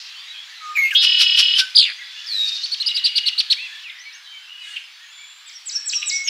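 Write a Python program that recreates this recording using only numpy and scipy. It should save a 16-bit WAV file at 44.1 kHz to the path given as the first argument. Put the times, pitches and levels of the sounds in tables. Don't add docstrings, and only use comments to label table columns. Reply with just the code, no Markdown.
import sys
import numpy as np
from scipy import signal
from scipy.fft import rfft, irfft, next_fast_len
from scipy.io import wavfile
from scipy.ndimage import uniform_filter1d

SR = 44100
rng = np.random.default_rng(int(sys.argv[2]) if len(sys.argv) > 2 else 0)


def to_wav(s):
    ch = np.atleast_2d(s).T
    pcm = np.round(np.clip(ch, -1, 1) * 32767)
    wavfile.write(sys.argv[1], SR, pcm.astype(np.int16))


N = 277389

# freq_hz, gain_db
RASP_COLOUR = [(350, -86), (600, -83), (1390, -18), (1930, -18), (2900, -1), (5430, -2), (6650, -23.5),
               (11100, -25.5), (15400, -46.5)]


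def trill(start_s=1.016, length_s=.577, pitch_hz=2938, chop_hz=357, upper_hz=5090):
    # time_s, rate_hz
    throbs = [(1.016, 39.5), (1.14, 39), (1.23, 31.2), (1.33, 37.5), (1.55, 36)]
    # freq_hz, gain_db
    throat = [(410, -84.5), (700, -63), (1750, -20.5), (2300, -22), (2920, -2), (3830, -6.5), (5220, -14.5),
              (5740, -28), (12000, -53), (15600, -93), (22000, -120)]
    attack_s, release_s, lift_s, sag_db_per_s = .012, .029, .014, -3.5
    t = np.arange(0, length_s, 1 / SR)
    gate = np.minimum(1, np.minimum(t / attack_s, (t[-1] - t) / release_s))
    throb = np.tanh(2 * np.cos(phase(np.interp(start_s + t, *np.transpose(throbs))) - 1.7) - .3)
    swell = 2 ** (throb * (1 + .2 * wander(len(t), 25)))
    end_lift = .2 * np.exp((t - t[-1]) / lift_s)
    carrier = phase(pitch_hz * (1 + end_lift + .007 * wander(len(t), 200)))
    chop = phase(chop_hz * (1 + .022 * wander(len(t), 120)))
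    pulses = unit_rms(sum(np.cos(carrier + k * chop + k * k / 2) for k in range(-5, 20)))
    puffs = unit_rms(np.exp(np.cos(chop)) * rng.standard_normal(len(t)))
    rattle = colour(pulses + .75 * puffs, throat)
    low = resonate(rattle, hz=2640, width_hz=620)
    tone = gain_of(-2) * np.cos(carrier) * (1 + .3 * np.cos(chop) + .56 * wander(len(t), 500))
    upper_gain = gain_of(-7 + 2 * wander(len(t), 20))
    upper = upper_gain * np.cos(phase(upper_hz * (1 + .007 * wander(len(t), 200))))
    voice = (low + tone) * swell + gain_of(-2) * (rattle - low) + upper / swell
    return start_s, gain_of(-14.5 + sag_db_per_s * t) * gate * unit_rms(voice)


def buzz(start_s=.947, length_s=.075, pulse_hz=337, closed_hz=3000, open_hz=3750, upper_hz=5030):
    opening_s, attack_s, fade_db_per_s = .035, .01, -70
    t = np.arange(0, length_s, 1 / SR)
    closed = np.exp(-t / opening_s)
    main_hz = open_hz + (closed_hz - open_hz) * closed
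    turn = phase(pulse_hz * (1 - .08 * closed ** 2) * (1 + .008 * wander(len(t), 300)))
    pulses = unit_rms(sum(np.cos(k * turn - k * k / 2) for k in range(8, 16)))
    pulses += (.12 + .5 * closed ** 2) * rng.standard_normal(len(t))
    main = resonate(resonate(pulses, main_hz, 930), main_hz, 930)
    upper = resonate(resonate(pulses, upper_hz, 450), upper_hz, 450)
    ring = (1 - closed) * main + 2 * closed * resonate(main, main_hz, 400)
    ring += gain_of(-2) * (1 - closed) ** 2 * upper
    envelope = np.minimum(t / attack_s, 1) * gain_of(-9.5 + fade_db_per_s * t)
    return start_s, faded(envelope * unit_rms(ring))


def chirp(start_s=1.746, length_s=.18, high_hz=5000, low_hz=2050, lag_s=.0035, detune=.96):
    slide_at_s, slide_s, warble_hz, warble_hz_per_s = .103, .027, 28.5, 590
    attack_s, hold_s, fade_db_per_s = .02, .047, -210
    t = np.arange(0, length_s, 1 / SR)
    top_hz = low_hz + (high_hz - low_hz) / (1 + np.exp((t - slide_at_s) / slide_s))
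    dip = np.cos(phase(warble_hz + warble_hz_per_s * t) / 2) ** 6
    hz = top_hz * (1 - .32 * dip)
    db = -8.5 + fade_db_per_s * np.maximum(t - hold_s, 0) - 5 * dip
    jitter = .7 * t
    first = syrinx(hz, db, jitter, overtones_db=[-24], flutter_db=2, slip_rad=.4)
    second = syrinx(detune * np.interp(t - lag_s, t, hz), db - 4, jitter, flutter_db=2.5)
    return start_s, limited((first + second) * np.minimum(t / attack_s, 1), ceiling=.84)


def chips(arch_s=.022, fall_s=.0115, lag_s=.005, end_hz=1450, fade_db_per_s=-1150):
    # corner_s, top_hz, arch_db, downstroke_db
    calls = [(2.492, 4850, -25, -30), (2.571, 4600, -30, -27.5), (2.653, 4550, -21, -26),
             (2.738, 4600, -18.5, -22.5), (2.821, 4300, -19, -24), (2.881, 5100, -15.5, -20),
             (2.909, 4050, -22.5, -25), (2.965, 4950, -21, -16.5), (2.989, 4050, -20.5, -26.5),
             (3.06, 4850, -14, -14.5), (3.076, 4150, -18.5, -22), (3.175, 4800, -16.5, -10.5),
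             (3.279, 4500, -16.5, -13), (3.399, 4600, -16, -12.5), (3.521, 4400, -13, -11.5)]
    soft_db, hard_db = -26, -12
    out = np.zeros(N)
    t = np.arange(-arch_s, arch_s, 1 / SR)
    early, late_s = np.maximum(-t / arch_s, 0), np.maximum(t, 0)
    envelope_db = 4 - 13 * early ** 6 + fade_db_per_s * np.maximum(t - lag_s, 0)
    for corner_s, top_hz, arch_db, downstroke_db in calls:
        force = np.interp(downstroke_db, [soft_db, hard_db], [0, 1])
        db = envelope_db + np.interp(t, [0, lag_s], [arch_db, downstroke_db])
        arch_hz = top_hz * (1 - .1 * (1 - force) * early - .22 * force * early ** 4)
        hz = end_hz + (arch_hz - end_hz) * np.exp(-(late_s / fall_s) ** 1.6)
        second_hz = np.interp(t - lag_s, t, hz) * rng.uniform(.9, .97)
        second = force * (1 - early ** 2) * chip_side(second_hz, db - 3)
        rasp = force * (1 - early) * gain_of(db - 16) * colour(rng.standard_normal(len(t)), RASP_COLOUR)
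        add(out, corner_s - arch_s, chip_side(hz, db) + second + faded(rasp))
    return limited(out, ceiling=.68)


def chip_side(hz, db, partials_db=(0, -4, -8)):
    turn = phase(hz * (1 + .016 * wander(len(hz), 300)))
    slip = wander(len(hz), 300)
    tone = np.zeros(len(hz))
    for k, partial_db in enumerate(partials_db, 1):
        gain = gain_of(db + partial_db + curve_at(RASP_COLOUR, k * hz))
        tone += gain * np.sin(k * turn + (k - 1) * slip)
    return faded(tone)


def liquid_notes(settle_share=.22):
    # start_s, length_s, start_hz, settled_hz, level_db, crest_share, jitter_ratio
    notes = [(0.602, .16, 1308, 1222, -31, 0.64, 0.01), (.752, 0.067, 2620, 2186, -15, 0.59, 0.02),
             (0.754, 0.043, 2728, 2093, -22.5, 0.2, 0.08), (0.807, 0.094, 2170, 2145, -16, 0.28, 0.01),
             (0.828, 0.093, 2730, 2600, -28, 0.47, 0.05), (0.904, .022, 2470, 2670, -20, 0.3, 0.12),
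             (0.911, 0.0393, 2020, 1556, -26.5, 0.57, 0.04), (1.54, 0.044, 3410, 3085, -20.5, .5, .03),
             (1.591, 0.067, 1653, 1516, -24.5, 0.38, 0.01)]
    out = np.zeros(N)
    for start_s, length_s, start_hz, settled_hz, level_db, crest_share, jitter in notes:
        t = np.arange(0, length_s, 1 / SR)
        hz = settled_hz + (start_hz - settled_hz) * np.exp(-t / (settle_share * length_s))
        db = level_db + hump_db(t, crest_share, edge_db=-15.5)
        note = syrinx(hz, db, jitter, overtones_db=[-30, -25.5, -54, -36.5, -28], slip_rad=.3)
        add(out, start_s, note)
    return out


def whistle(start_s=2.262, length_s=.36, high_hz=5395, low_hz=3700, settle_s=.053, flutter_hz=106.1):
    t = np.arange(0, length_s, 1 / SR)
    hz = low_hz + (high_hz - low_hz) * np.exp(-t / settle_s)
    flutter = np.cos(phase(flutter_hz * (1 + .08 * wander(len(t), 40)))) * (1 - (t / t[-1]) ** 2)
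    db = -22.5 + hump_db(t, .38, edge_db=-14) + 5 * flutter
    return start_s, syrinx(hz, db, jitter=.014, overtones_db=[-27, -34])


def rasps():
    # crest_s, level_db, half_length_s
    bursts = [(1.043, -14.5, 0.013), (1.217, -11.5, 0.014), (1.397, -10, 0.013), (1.597, -10.5, 0.011)]
    return harsh_bursts(bursts, RASP_COLOUR, pulse_hz=408, stack_hz=1320, ceiling=1.77)


def breath(start_s=.77, crest_s=.95, swell_s=.017):
    # freq_hz, gain_db
    spectrum = [(3500, -21), (6000, 3), (9000, -15), (12000, -10)]
    t = np.arange(start_s, crest_s + 2 * swell_s, 1 / SR)
    envelope = gain_of(-53) + gain_of(-35) * np.exp(-((t - crest_s) / swell_s) ** 2)
    return start_s, faded(envelope * colour(rng.standard_normal(len(t)), spectrum))


def swoops(high_hz=7560, dip_hz=3750, low_hz=6180, last_hz=5920, break_hz=6650, sag_hz_per_s=7000):
    # dip_s, drop_db, last_tone_db
    phrases = [(5.51, -38, -35), (5.708, -23.5, -18), (5.909, -18.5, -16.5), (6.111, -16.5, -22)]
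    lead_s, turn_s, tail_s = .052, .016, .074
    out = np.zeros(N)
    drop, tail = np.arange(0, lead_s, 1 / SR), np.arange(0, tail_s, 1 / SR)
    t, last = np.r_[drop - lead_s, tail], tail[len(tail) // 2:]
    shelf_hz = np.where(t < 0, high_hz, low_hz) - sag_hz_per_s * t
    hz = shelf_hz + (dip_hz - shelf_hz) * np.exp(-(t / turn_s) ** 2)
    break_db = -8 * np.exp(-((hz - break_hz) / 600) ** 2)
    envelope_db = np.r_[hump_db(drop, .7, edge_db=-18), hump_db(tail, .55, edge_db=-7) - 5]
    for dip_s, drop_db, last_tone_db in phrases:
        add(out, dip_s - lead_s, syrinx(hz, drop_db + break_db + envelope_db, jitter=.01))
        db = last_tone_db + hump_db(last - last[0], .49, edge_db=-18)
        add(out, dip_s + last[0], syrinx(last_hz - sag_hz_per_s * last, db, jitter=.01))
    return out


def neighbours():
    # start_s, length_s, first_hz, last_hz, bow_octaves, level_db
    glides = [(1.983, 0.05, 1965, 1840, 0.17, -38), (3.567, 0.11, 2200, 2466, 0.21, -30.5),
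              (3.83, 0.09, 3125, 1995, -0.03, -34.5), (3.896, 0.013, 4050, 2470, 0.038, -32.5),
              (3.98, 0.056, 4330, 6000, 0.21, -43), (4.053, 0.051, 2264, 2267, 0, -36),
              (4.119, 0.054, 4140, 6250, 0.26, -43), (4.262, 0.175, 3134, 3090, -0.0051, -40),
              (5.099, 0.32, 7110, 7320, 0, -49.5), (5.108, 0.23, 3410, 3430, 0, -43.5),
              (5.958, 0.12, 1229, 1195, 0, -47), (5.95, 0.21, 4030, 3850, -0.035, -36.5),
              (6.106, 0.12, 2193, 2177, 0.008, -24.5), (6.24, 0.053, 6570, 6160, 0.041, -29),
              (6.272, 0.035, 5940, 4490, -0.019, -16)]
    out = np.zeros(N)
    for start_s, length_s, first_hz, last_hz, bow_octaves, level_db in glides:
        t = np.arange(0, length_s, 1 / SR)
        u = t / length_s
        hz = first_hz * (last_hz / first_hz) ** u * 2 ** (bow_octaves * (1 - (2 * u - 1) ** 2))
        db = level_db + hump_db(t, .36, edge_db=-6.5)
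        add(out, start_s, syrinx(hz, db, jitter=.009, overtones_db=[-32]))
    return out


def chucks():
    # crest_s, level_db, half_length_s
    bursts = [(4.769, -24, 0.007), (5.936, -19, 0.0045), (6.03, -22, .005), (6.286, -19.5, 0.0084)]
    # freq_hz, gain_db
    spectrum = [(900, -50), (2000, -13), (2850, 4), (3900, -17), (9000, -42)]
    return harsh_bursts(bursts, spectrum, pulse_hz=507, stack_hz=1382, ceiling=6.4)


def far_trills(throb_hz=33, throb_db=4):
    # start_s, end_s, pitch_hz, level_db
    tones = [(1.949, 2.4, 3450, -42), (2.753, 3.423, 2885, -29.5), (3.45, 3.853, 3420, -42),
             (4.46, 4.806, 2900, -40)]
    out = np.zeros(N)
    for start_s, end_s, pitch_hz, level_db in tones:
        t = np.arange(0, end_s - start_s, 1 / SR)
        db = level_db + throb_db * np.sin(2 * np.pi * throb_hz * t)
        tone = syrinx(np.full(len(t), pitch_hz), db, jitter=.0205)
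        add(out, start_s, tone * signal.windows.tukey(len(t), .4))
    return out


def rustle(crest_s=4.7, half_s=.077):
    spectrum = [(700, -35), (2000, 0), (8500, -2), (12000, -25)]  # freq_hz, gain_db
    swell = np.exp(-((np.arange(N) / SR - crest_s) / half_s) ** 2)
    return gain_of(-45) * swell * colour(rng.standard_normal(N), spectrum)


def tree_echoes(x, density=.06, predelay_s=.008):
    # freq_hz, t60_s
    decay = [(500, 0.64), (3000, 0.4), (14000, 0.47)]
    taps = rng.standard_normal(SR) * (rng.random(SR) < density) * (np.arange(SR) > predelay_s * SR)
    hz, t, bins = signal.stft(taps, SR, nperseg=256)
    tail = signal.istft(bins * gain_of(-60 * t / curve_at(decay, hz)[:, None]), SR, nperseg=256)[1]
    return signal.fftconvolve(x, tail / np.linalg.norm(tail))[:N]


def chorus(count=900, patchy_db=2):
    # freq_hz, gain_db
    spectrum = [(150, -78), (826, -18), (1260, -11.5), (1650, -7.5), (2290, -5.5), (3410, -3), (6000, -22),
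                (7200, -24), (8950, -27), (15400, -33.5)]
    calls = np.zeros(N)
    for when, pitch, length, glide, size in rng.random((count, 5)):
        u = np.linspace(-1, 1, int(SR * (.0245 + .087 * length)))
        hz = 1600 * 4.5 ** pitch * np.exp(.36 * (glide - .5) * u - .0843 * u ** 2)
        add(calls, when * N / SR, gain_of(30.3 * size) * np.sin(phase(hz)) * (1 - u ** 2))
    wash = colour(rng.standard_normal(N) + .42 * unit_rms(calls + tree_echoes(calls)), spectrum)
    hz, _, bins = signal.stft(wash, SR, nperseg=1024)
    patches = uniform_filter1d(rng.standard_normal(bins.shape), size=3, axis=0)
    patches = unit_rms(uniform_filter1d(patches, size=10, axis=1)) * (hz[:, None] > 1000)
    return signal.istft(bins * gain_of(patchy_db * patches), SR, nperseg=1024)[1][:N]


def level_drop(wash, drop_at_s=3.843, crossfade_s=.023):
    middle, high = (signal.sosfiltfilt(signal.butter(3, band_hz, "band", fs=SR, output="sos"), wash)
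                    for band_hz in ([2100, 3800], [3800, 7500]))
    after_drop = np.tanh((np.arange(N) / SR - drop_at_s) / crossfade_s)
    middle_db = np.interp(after_drop, [-1, 1], [-42, -46.5])
    high_db = np.interp(after_drop, [-1, 1], [-43.5, -49.5])
    rest = gain_of(-42 + .41 * (high_db - high_db.mean())) * (wash - middle - high)
    return rest + unit_rms(middle) * gain_of(middle_db) + unit_rms(high) * gain_of(high_db)


def far_buzzes(width_octaves=.41):
    # crest_s, half_length_s, pitch_hz, level_db
    songs = [(0.018, 0.053, 4620, -36.5), (2.553, 0.22, 4540, -33.5), (3.16, 0.38, 3400, -38)]
    out, t = np.zeros(N), np.arange(N) / SR
    octaves = np.log2(np.fft.rfftfreq(N, 1 / SR) + 1)
    for crest_s, half_s, pitch_hz, level_db in songs:
        response = np.exp(-((octaves - np.log2(pitch_hz)) / width_octaves) ** 2)
        band = unit_rms(irfft(rfft(rng.standard_normal(N)) * response, N))
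        swell = np.exp(-((t - crest_s) / half_s) ** 2 / 2)
        out += gain_of(level_db + 2 * wander(N, 60)) * swell * band
    return out


def syrinx(hz, db, jitter, overtones_db=(), flutter_db=1, slip_rad=1):
    hz = uniform_filter1d(hz, size=130) * (1 + jitter * wander(len(hz), 460))
    turn, slip = phase(hz), slip_rad * wander(len(hz), 700)
    tone = sum(gain_of(partial_db) * np.sin(k * turn + (k > 1) * slip) * (k * hz < SR / 2)
               for k, partial_db in enumerate([0, *overtones_db], 1))
    return faded(np.sqrt(2) * tone * gain_of(db + flutter_db * wander(len(hz), 170)))


def harsh_bursts(bursts, spectrum, pulse_hz, stack_hz, ceiling):
    out = np.zeros(N)
    for crest_s, level_db, half_s in bursts:
        u = np.arange(-4 * half_s, 4 * half_s, 1 / SR) / half_s
        pulse = np.cos(phase(pulse_hz * (1 + .282 * wander(len(u), 290))))
        puffs = np.exp(.11 * pulse) * rng.standard_normal(len(u))
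        turn = phase(stack_hz * np.exp(-.17 * u + .0417 * wander(len(u), 634)))
        stack = sum(np.cos(k * turn + k * k) for k in range(1, 9))
        analytic = signal.hilbert(colour(unit_rms(puffs) + .48 * unit_rms(stack), spectrum))
        rasp = unit_rms(analytic.real / np.hypot(1, abs(analytic) / ceiling))
        envelope = gain_of(level_db) * np.exp(1 - np.hypot(1, 1.2 * u))
        add(out, crest_s - 4 * half_s, faded(envelope * highpass(rasp, 1000)))
    return out


def limited(x, ceiling):
    return x / np.maximum(1, abs(signal.hilbert(x)) / ceiling)


def resonate(x, hz, width_hz):
    rotor, pole = np.exp(1j * phase(hz * np.ones(len(x)))), np.exp(-np.pi * width_hz / SR)
    return 2 * (rotor * signal.lfilter([1 - pole], [1, -pole], x / rotor)).real


def hump_db(t, crest_share, edge_db):
    u = t / t[-1]
    return edge_db * np.maximum(1 - u / crest_share, (u - crest_share) / (1 - crest_share)).clip(0) ** 2.1


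def wander(size, rate_hz):
    padded = size + SR // 4
    response = np.exp(-(np.fft.rfftfreq(padded, 1 / SR) / rate_hz) ** 2)
    return unit_rms(irfft(rfft(rng.standard_normal(padded)) * response))[:size]


def colour(x, spectrum):
    size = next_fast_len(len(x) + 512)
    response = gain_of(curve_at(spectrum, np.fft.rfftfreq(size, 1 / SR)))
    return unit_rms(irfft(rfft(x, size) * response, size)[:len(x)])


def curve_at(points, hz):
    freq_hz, value = np.transpose(points)
    return np.interp(np.log(hz + 1), np.log(freq_hz + 1), value)


def highpass(x, hz):
    return signal.sosfilt(signal.butter(4, hz, "high", fs=SR, output="sos"), x)


def faded(x):
    return x * signal.windows.tukey(len(x), min(1, 176 / len(x)))


def phase(hz):
    return 2 * np.pi * np.cumsum(hz) / SR


def gain_of(db):
    return 10 ** (np.asarray(db) / 20)


def unit_rms(x):
    return x / np.sqrt(np.mean(x ** 2) + 1e-20)


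def add(mix, start_s, sound):
    part = mix[max(round(start_s * SR), 0):][:len(sound)]
    part += sound[:len(part)]


def scene():
    near = liquid_notes() + chips() + rasps()
    for source in (breath, buzz, trill, chirp, whistle):
        add(near, *source())
    far = neighbours() + swoops() + far_trills() + rustle() + chucks()
    birds = near + gain_of(-1.5) * far
    add(birds, .0042, gain_of(-14) * near)
    birds += tree_echoes(gain_of(-13.5) * near + gain_of(-6.5) * far)
    middle = highpass(birds, 700) + level_drop(chorus()) + far_buzzes()
    side = gain_of(-32) * tree_echoes(birds)
    side += gain_of(-59) * colour(rng.standard_normal(N), [(300, -55.5), (1500, -2)])
    return np.array([faded(middle + side), faded(middle - side)])


def record(dry, edge_hz=15750):
    lowpass = signal.firwin(511, edge_hz, window=("kaiser", 9), fs=SR)
    return signal.oaconvolve(np.clip(dry, -1, 1), lowpass[None], "same")


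dry = scene()
out = record(dry)
to_wav(out)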